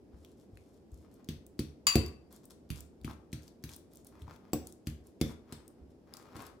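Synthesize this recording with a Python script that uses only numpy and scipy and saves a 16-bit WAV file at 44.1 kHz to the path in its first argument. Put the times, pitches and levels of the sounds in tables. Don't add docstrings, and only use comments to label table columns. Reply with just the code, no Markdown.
import sys
import numpy as np
from scipy import signal
from scipy.fft import rfft, irfft, next_fast_len
from scipy.io import wavfile
from scipy.ndimage import map_coordinates

SR = 44100
rng = np.random.default_rng(int(sys.argv[2]) if len(sys.argv) > 2 else 0)


def to_wav(sig):
    pcm = np.clip(np.atleast_2d(sig), -1, 1) * 32767
    pcm = np.round(pcm).astype(np.int16)
    wavfile.write(sys.argv[1], SR, pcm.T)


def to_linear_factor(level_db):
    exponent = np.asarray(level_db, float) / 20
    return 10 ** exponent


N = 291060

# (time [s], strike level [dB], tine ring level [dB], thud level [dB], contact time [ms])
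FLOOR_BLOWS = [(1.288, -26.5, -49, -34, 3.5), (1.592, -23, -51, -28.5, 3.04), (1.9554, -14, -31, -15.5, 2),
               (2.703, -25.5, -62, -32.5, 4.4), (3.046, -30, -72, -34.5, 3.6), (3.3294, -28, -82, -36, 3.6),
               (3.639, -27.5, -62, -39.5, 4.2), (4.5325, -23.5, -31, -23, 1.26),
               (4.8703, -27, -56, -32.5, 4.4), (5.2127, -19, -71, -22, 2.15),
               (5.524, -29.5, -72, -40.5, 2.7), (6.365, -35, -69, -42, 2.37)]
# (time [s], thud level [dB], contact time [ms], squelch level [dB])
PULP_PRESSES = [(0.132, -46, 13.5, -79), (0.524, -48.5, 12, -106), (0.918, -42, 13.7, -94),
                (3.011, -49, 10.4, -83), (3.078, -41.5, 3.4, -60.5), (3.108, -48, 3.2, -77),
                (4.216, -44.5, 9.2, -95), (4.278, -50.5, 3.8, -67), (5.3, -51, 3.9, -64),
                (5.803, -49, 17.2, -91), (6.352, -43.5, 5, -94)]
# (time [s], strike level [dB], bowl ring level [dB])
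WALL_CLINKS = [(1.868, -8, -25.5), (1.8806, -18, -38)]
# (frequency [Hz], correlation [0-1])
LIKENESS = [(60, 0.91), (300, 0.77), (640, 0.65), (1400, 0.031)]


def unit(x):
    return x / np.sqrt(np.mean(x ** 2) + 1e-20)


def along(points, hz):
    point_hz, value = np.transpose(points)
    return np.interp(np.log(hz + 1), np.log(point_hz + 1), value)


def filtered(x, response):
    m = next_fast_len(N + SR // 2)
    return irfft(rfft(x, m) * response(np.fft.rfftfreq(m, 1 / SR)), m)[..., :N]


def add(track, start_s, sound):
    part = track[..., round(start_s * SR):][..., :sound.shape[-1]]
    part += sound[..., :part.shape[-1]]


def stereo_angle(hz):
    return np.arccos(np.clip(along(LIKENESS, hz), -1, 1)) / 2


def kitchen(x, wet_db, lag_s, echo_db):
    # (frequency [Hz], t60 [s])
    room_t60 = [(100, 0.33), (420, 0.54), (1100, 0.49), (3000, 0.33), (8000, 0.32), (15000, 0.23)]
    inside_s = 0.0012
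    hz, t, z = signal.stft(rng.standard_normal((2, SR // 2)), SR, nperseg=256)
    angle = stereo_angle(hz)[:, None]
    z = np.cos(angle) * z[0] + np.sin(angle) * z[1] * [[[1]], [[-1]]]
    decay = to_linear_factor(-60 * t / along(room_t60, hz)[:, None])
    tail = signal.istft(z * decay, SR, nperseg=256)[1]
    path = to_linear_factor(wet_db) * np.pad(tail / np.linalg.norm(tail[0]), ((0, 0), (150, 0)))
    path[[0, 1], [round(lag_s * SR), 0]] = 1
    echoes = rng.integers(2, round(inside_s * SR), size=(2, 4))
    path[[[0], [1]], echoes] += to_linear_factor(echo_db) * rng.choice([-1, 1], size=(2, 4))
    return signal.fftconvolve(x[None], path, axes=1)


def ring(modes, scatter_db, blur_hz, seconds):
    t = np.arange(round(seconds * SR)) / SR
    hz, db, t60 = np.transpose(modes)[:, :, None]
    db = db + scatter_db * rng.standard_normal(hz.shape)
    steps = rng.standard_normal((len(hz), len(t) // 64 + 1))
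    walk = np.sqrt(2 * np.pi * blur_hz / SR) * np.sqrt(64) * np.cumsum(steps, axis=1)
    drift = np.array([np.interp(t, np.arange(len(d)) * 64 / SR, d - d[0]) for d in walk])
    onset = 1 - np.exp(-t / 0.00059)
    return (to_linear_factor(db - 60 * t / t60) * np.sin(2 * np.pi * hz * t + drift)).sum(0) * onset


def tick(hz, cycles, crack, t60):
    t = np.arange(SR // 50) / SR
    tone = np.exp(-t * hz / cycles) * np.sin(2 * np.pi * hz * t)
    band = signal.butter(2, [0.55 * hz, min(5 * hz, 15500)], "band", fs=SR)
    noise = signal.lfilter(*band, rng.standard_normal(len(t)))
    click = tone + crack * to_linear_factor(-60 * t / t60) * noise
    click = signal.lfilter(*signal.butter(2, 0.55 * hz, "high", fs=SR), click)
    return click / np.abs(click).max()


def rumble():
    # (frequency [Hz], relative density [dB])
    rumble_spectrum = [(25, -11), (70, 0.5), (130, -6.5), (240, 0), (400, -3), (540, -10.5), (800, -18.5),
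                       (1250, -29.5), (2500, -35), (4200, -39), (5100, -35.5), (6000, -40), (14800, -47.5),
                       (16500, -60.5)]

    def mid_side(hz):
        angle = stereo_angle(hz)
        return to_linear_factor(along(rumble_spectrum, hz)) * [np.cos(angle), np.sin(angle)]

    mid, side = filtered(rng.standard_normal((2, N)), mid_side)
    return to_linear_factor(-58.5) * unit(np.array([mid + side, mid - side]))


def grains(spectrum, rate, spread_db, hiss):
    when, size = rng.standard_normal((2, N))
    chosen = np.abs(when) < 1.25 * rate / SR
    snaps = to_linear_factor(spread_db * size) * np.sign(when) * chosen
    mixed = unit(snaps) + hiss * rng.standard_normal(N)
    return unit(filtered(mixed, lambda hz: to_linear_factor(along(spectrum, hz))))


def stroke(length_s):
    return signal.windows.tukey(max(round(length_s * SR), 3), 0.4)


def mash():
    # (time [s], length [s], crackle level [dB])
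    pulls = [(0.141, 0.21, -79), (0.364, 0.091, -78.5), (0.498, 0.32, -81), (0.893, 0.18, -79.5),
             (1.106, 0.069, -78), (2.299, 0.082, -67), (2.43, 0.025, -72), (2.497, 0.029, -65.5),
             (2.748, 0.054, -64), (3.083, 0.066, -74), (3.407, 0.093, -73.5), (3.676, 0.083, -62),
             (3.898, 0.13, -74), (4.046, 0.055, -72.5), (4.189, 0.048, -74), (4.32, 0.052, -73),
             (4.64, 0.074, -71), (5.032, 0.08, -76), (5.248, 0.084, -65), (5.656, 0.015, -80),
             (5.897, 0.026, -77), (6.121, 0.13, -72), (6.38, 0.11, -68)]
    # (time [s], squish level [dB])
    smears = [
        [(0.98, -109), (1.048, -77), (1.14, -92), (1.192, -70), (1.256, -97), (1.27, -78)],
        [(4.1, -75), (4.186, -70), (4.256, -85), (4.284, -69), (4.372, -81.5), (4.52, -66.5)],
        [(5.36, -97), (5.44, -82), (5.52, -64), (5.752, -85), (5.776, -81), (5.85, -89)],
        [(6.04, -79.5), (6.074, -71), (6.206, -64), (6.232, -65.5), (6.43, -58.5), (6.59, -82.5)],
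    ]
    # (frequency [Hz], relative density [dB])
    crackle_spectrum = [(1800, -17), (3300, 9.5), (6000, 8.5), (9000, 8.5), (12500, 3.5), (16000, -5)]
    squish_spectrum = [(300, -5.5), (700, -4), (1200, -3.5), (2000, -9.5), (3200, -16.5), (5000, -19),
                       (8000, -29)]
    lead_s, lead_length_s, lead_db = 0.014, 0.011, -73.5
    squelch_s, squelch_lead_s = 0.062, 0.019
    lumps_per_s, lump_db = 30, 2
    fine, low = np.zeros((2, N))
    for s, length_s, db in pulls:
        add(fine, s, to_linear_factor(db) * stroke(length_s))
        add(low, s, to_linear_factor(db - 5.5) * stroke(length_s))
    for s, *_ in FLOOR_BLOWS:
        add(fine, s - lead_s, to_linear_factor(lead_db) * stroke(lead_length_s))
    for s, *_, db in PULP_PRESSES:
        add(low, s - squelch_lead_s, to_linear_factor(db) * stroke(squelch_s))
    for sweep in smears:
        s, db = np.transpose(sweep)
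        t = np.arange(s[0], s[-1], 1 / SR)
        add(low, s[0], to_linear_factor(np.interp(t, s, db)) * signal.windows.tukey(len(t), 0.15))
    crackle = fine * grains(crackle_spectrum, rate=220, spread_db=5, hiss=0.8)
    lump_points = rng.standard_normal(round(N * lumps_per_s / SR) + 4)
    lumps = map_coordinates(lump_points, [np.arange(N) * lumps_per_s / SR])
    squish = low * to_linear_factor(lump_db * lumps) * grains(squish_spectrum, rate=400, spread_db=5, hiss=0.65)
    return kitchen(crackle + squish, wet_db=-2.5, lag_s=0, echo_db=-12.5)[:, :N]


def smacks():
    # (time [s], peak level [dB], colour [Hz])
    wet_smacks = [(0.2482, -46, 3330), (0.5726, -49, 2460), (0.918, -58, 8000), (0.943, -52.5, 7100),
                  (0.975, -61, 7950), (1.1414, -52.5, 10000), (1.245, -53, 6450), (1.4653, -46, 8600),
                  (2.0624, -38.5, 5040), (2.0814, -48, 7730), (2.3263, -45, 11900), (2.363, -48, 8400),
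                  (2.4543, -45, 9640), (2.5071, -46, 5900), (2.806, -37, 8800), (3.014, -54.5, 3920),
                  (3.078, -42.5, 1160), (3.1114, -45.5, 3540), (3.4321, -54, 6070), (3.4797, -45, 4880),
                  (3.692, -42, 3370), (3.7284, -50, 5270), (3.7628, -37, 13500), (3.935, -49.5, 9050),
                  (3.9566, -47, 10200), (3.9714, -46, 6900), (4.047, -49, 9600), (4.0693, -40.5, 9600),
                  (4.2197, -48.5, 3500), (4.28, -50, 1010), (4.3614, -52, 3330), (4.6708, -38.5, 8050),
                  (4.7242, -42.5, 7350), (4.9, -49, 5070), (5.0699, -50, 9550), (5.204, -58, 2660),
                  (5.3224, -51, 3560), (5.679, -45, 9340), (6.138, -37, 5160), (6.1694, -39, 6000),
                  (6.4048, -45.5, 2500), (6.421, -44, 7900), (6.452, -51, 4000), (6.466, -42, 8200)]
    groups = np.zeros((5, N))
    for k, (s, db, hz) in enumerate(wet_smacks):
        add(groups[k % len(groups)], s, to_linear_factor(db) * tick(hz, cycles=1.3, crack=0.33, t60=0.0093))
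    return sum(kitchen(group, wet_db=-4, lag_s=0, echo_db=-3.5)[:, :N] for group in groups)


def thud(db, contact_ms):
    # (frequency [Hz], relative level [dB], t60 [s])
    counter_modes = [(70.06, -4.5, 0.45), (82.3, -2.5, 0.33), (107, 0, 0.14), (147.8, 1.5, 0.17),
                     (200, -4.5, 0.06), (226, -10, 0.25), (239, 3.5, 0.035), (300.4, -5, 0.18),
                     (335, -7.5, .07), (394, -16.5, .14), (452.6, -15, 0.18), (531, -17, 0.16),
                     (612.5, -16, 0.066), (702, -9, 0.06), (1100, -14, 0.051)]
    push_share = 0.33
    tilt_db_per_octave, firm_ms = 3, 2.8
    push = np.diff(np.hanning(max(round(contact_ms * SR / 1000), 3)))
    push = push * np.linspace(push_share, 1, len(push))
    modes = np.array(counter_modes)
    hardness = np.clip(np.log2(firm_ms / contact_ms), -1, 1)
    octaves = np.log2(np.minimum(modes[:, 0], 250) / 150)
    modes[:, 1] += tilt_db_per_octave * hardness * octaves
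    response = ring(modes, scatter_db=1.0, blur_hz=4.9, seconds=0.41)
    return -to_linear_factor(db) * signal.fftconvolve(response, push / np.abs(push).sum())


def counter_thuds():
    loads = [(s, db, ms) for s, db, ms, _ in PULP_PRESSES]
    loads += [(s, db, ms) for s, _, _, db, ms in FLOOR_BLOWS]
    loads += [(s, bowl_db - 22.5, 6.3) for s, _, bowl_db in WALL_CLINKS]
    counter = np.zeros((2, N))
    for s, db, contact_ms in loads:
        add(counter, s, kitchen(thud(db, contact_ms), wet_db=-10.5, lag_s=0, echo_db=-18.5))
    return counter


def neck_rings():
    # (time [s], level [dB])
    neck_events = [(5.2125, -43)]
    # (frequency [Hz], relative level [dB], t60 [s])
    neck_modes = [(3440, -5, .3), (3505, -5, .32), (3560, 4, .06), (2150, 2, .035), (4780, -4, .035)]
    air = np.zeros((2, N))
    for s, db in neck_events:
        neck = ring(neck_modes, scatter_db=1.5, blur_hz=34, seconds=0.4)
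        add(air, s, kitchen(to_linear_factor(db) * neck, wet_db=-9, lag_s=0, echo_db=-18))
    return air


def rattle(db, t60, rough_db):
    t = np.arange(SR // 10) / SR
    band = signal.butter(2, [1500, 13000], "band", fs=SR)
    noise = signal.lfilter(*band, rng.standard_normal((2, len(t))))
    bursts = np.repeat(rng.standard_normal(len(t) // 60 + 1), 60)[:len(t)]
    return to_linear_factor(db - 60 * t / t60 + rough_db * bursts) * noise * (1 - np.exp(-t / 0.0016))


def strike(db, bowl_db, tine_db, life, scatter_db, lag_s, echo_db, seconds):
    bowl_hz = [987, 1117, 2446, 2574, 2674, 2927, 3122, 3652, 3936, 4576, 4652, 4744, 5523, 6720, 7060,
               7211, 7297, 7924, 9028, 10300, 13850, 14960]
    # (relative level [dB], undamped t60 [s])
    bowl_decays = [(-15.5, 0.32), (0.5, 0.048), (-14, 0.17), (-9.5, 0.35), (-8.5, 0.38), (-7.5, 0.16),
                   (-18.5, 0.027), (-22.5, 0.077), (-21, 0.06), (-7, 0.1), (-1, 0.37), (2.5, 0.18),
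                   (-23.5, 0.066), (-5.5, 0.14), (-12, 0.09), (10.5, 0.03), (-23, 0.062), (-15, 0.066),
                   (-21.5, 0.11), (-19, 0.23), (-19, 0.054), (-9.5, .1)]
    # (frequency [Hz], relative level [dB], t60 [s])
    tine_modes = [(4590, -9, .02), (5910, -3, .022), (7780, -4, .03), (10100, -10, .02), (11700, -4, .022),
                  (13700, -13, .02), (14700, -3, .02), (15100, 1, .025)]
    bowl_modes = np.column_stack([bowl_hz, bowl_decays]) * [1, 1, life]
    rings = to_linear_factor(bowl_db) * ring(bowl_modes, scatter_db, blur_hz=13, seconds=seconds)
    add(rings, 0, to_linear_factor(tine_db) * ring(tine_modes, scatter_db=3, blur_hz=95, seconds=0.1))
    click = to_linear_factor(db - 6.5) * tick(hz=2900, cycles=0.23, crack=0.17, t60=0.009)
    heard = kitchen(rings, wet_db=-5.0, lag_s=lag_s, echo_db=echo_db)
    add(heard, 0, kitchen(click, wet_db=2.5, lag_s=lag_s, echo_db=echo_db))
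    add(heard, 0, rattle(db - 13.5, t60=0.033, rough_db=5.5))
    return heard


def clinks():
    air = np.zeros((2, N))
    for s, db, bowl_db in WALL_CLINKS:
        add(air, s, strike(db, bowl_db, tine_db=bowl_db - 35, life=1, scatter_db=0,
                           lag_s=0.00025, echo_db=-22, seconds=0.42))
    return air


def blows():
    damped_db, damped_life = -28.5, 0.089
    air = np.zeros((2, N))
    for s, db, tine_db, _, _ in FLOOR_BLOWS:
        add(air, s, strike(db, db + damped_db, tine_db, damped_life, scatter_db=4,
                           lag_s=0, echo_db=-6, seconds=0.16))
    return air


def scene():
    # (frequency [Hz], left over right [dB])
    side_balance = [(200, -6), (700, 9.5), (2400, 3), (4400, 7.5), (8000, 3.5), (15000, -0.5)]
    near = blows() + clinks() + neck_rings() + smacks() + mash()
    near = filtered(near, lambda hz: to_linear_factor(along(side_balance, hz) * [[0.5], [-0.5]]))
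    return near + counter_thuds() + rumble()


def roll_off(x):
    return signal.sosfilt(signal.butter(12, 16810, fs=SR, output="sos"), x)


def record(dry):
    heard = signal.lfilter(*signal.butter(2, 52, "high", fs=SR), dry)
    heard = filtered(heard, lambda hz: (1 + (hz / 16200) ** 60) ** -0.5)
    return roll_off(heard)


dry = scene()
out = record(dry)
to_wav(out)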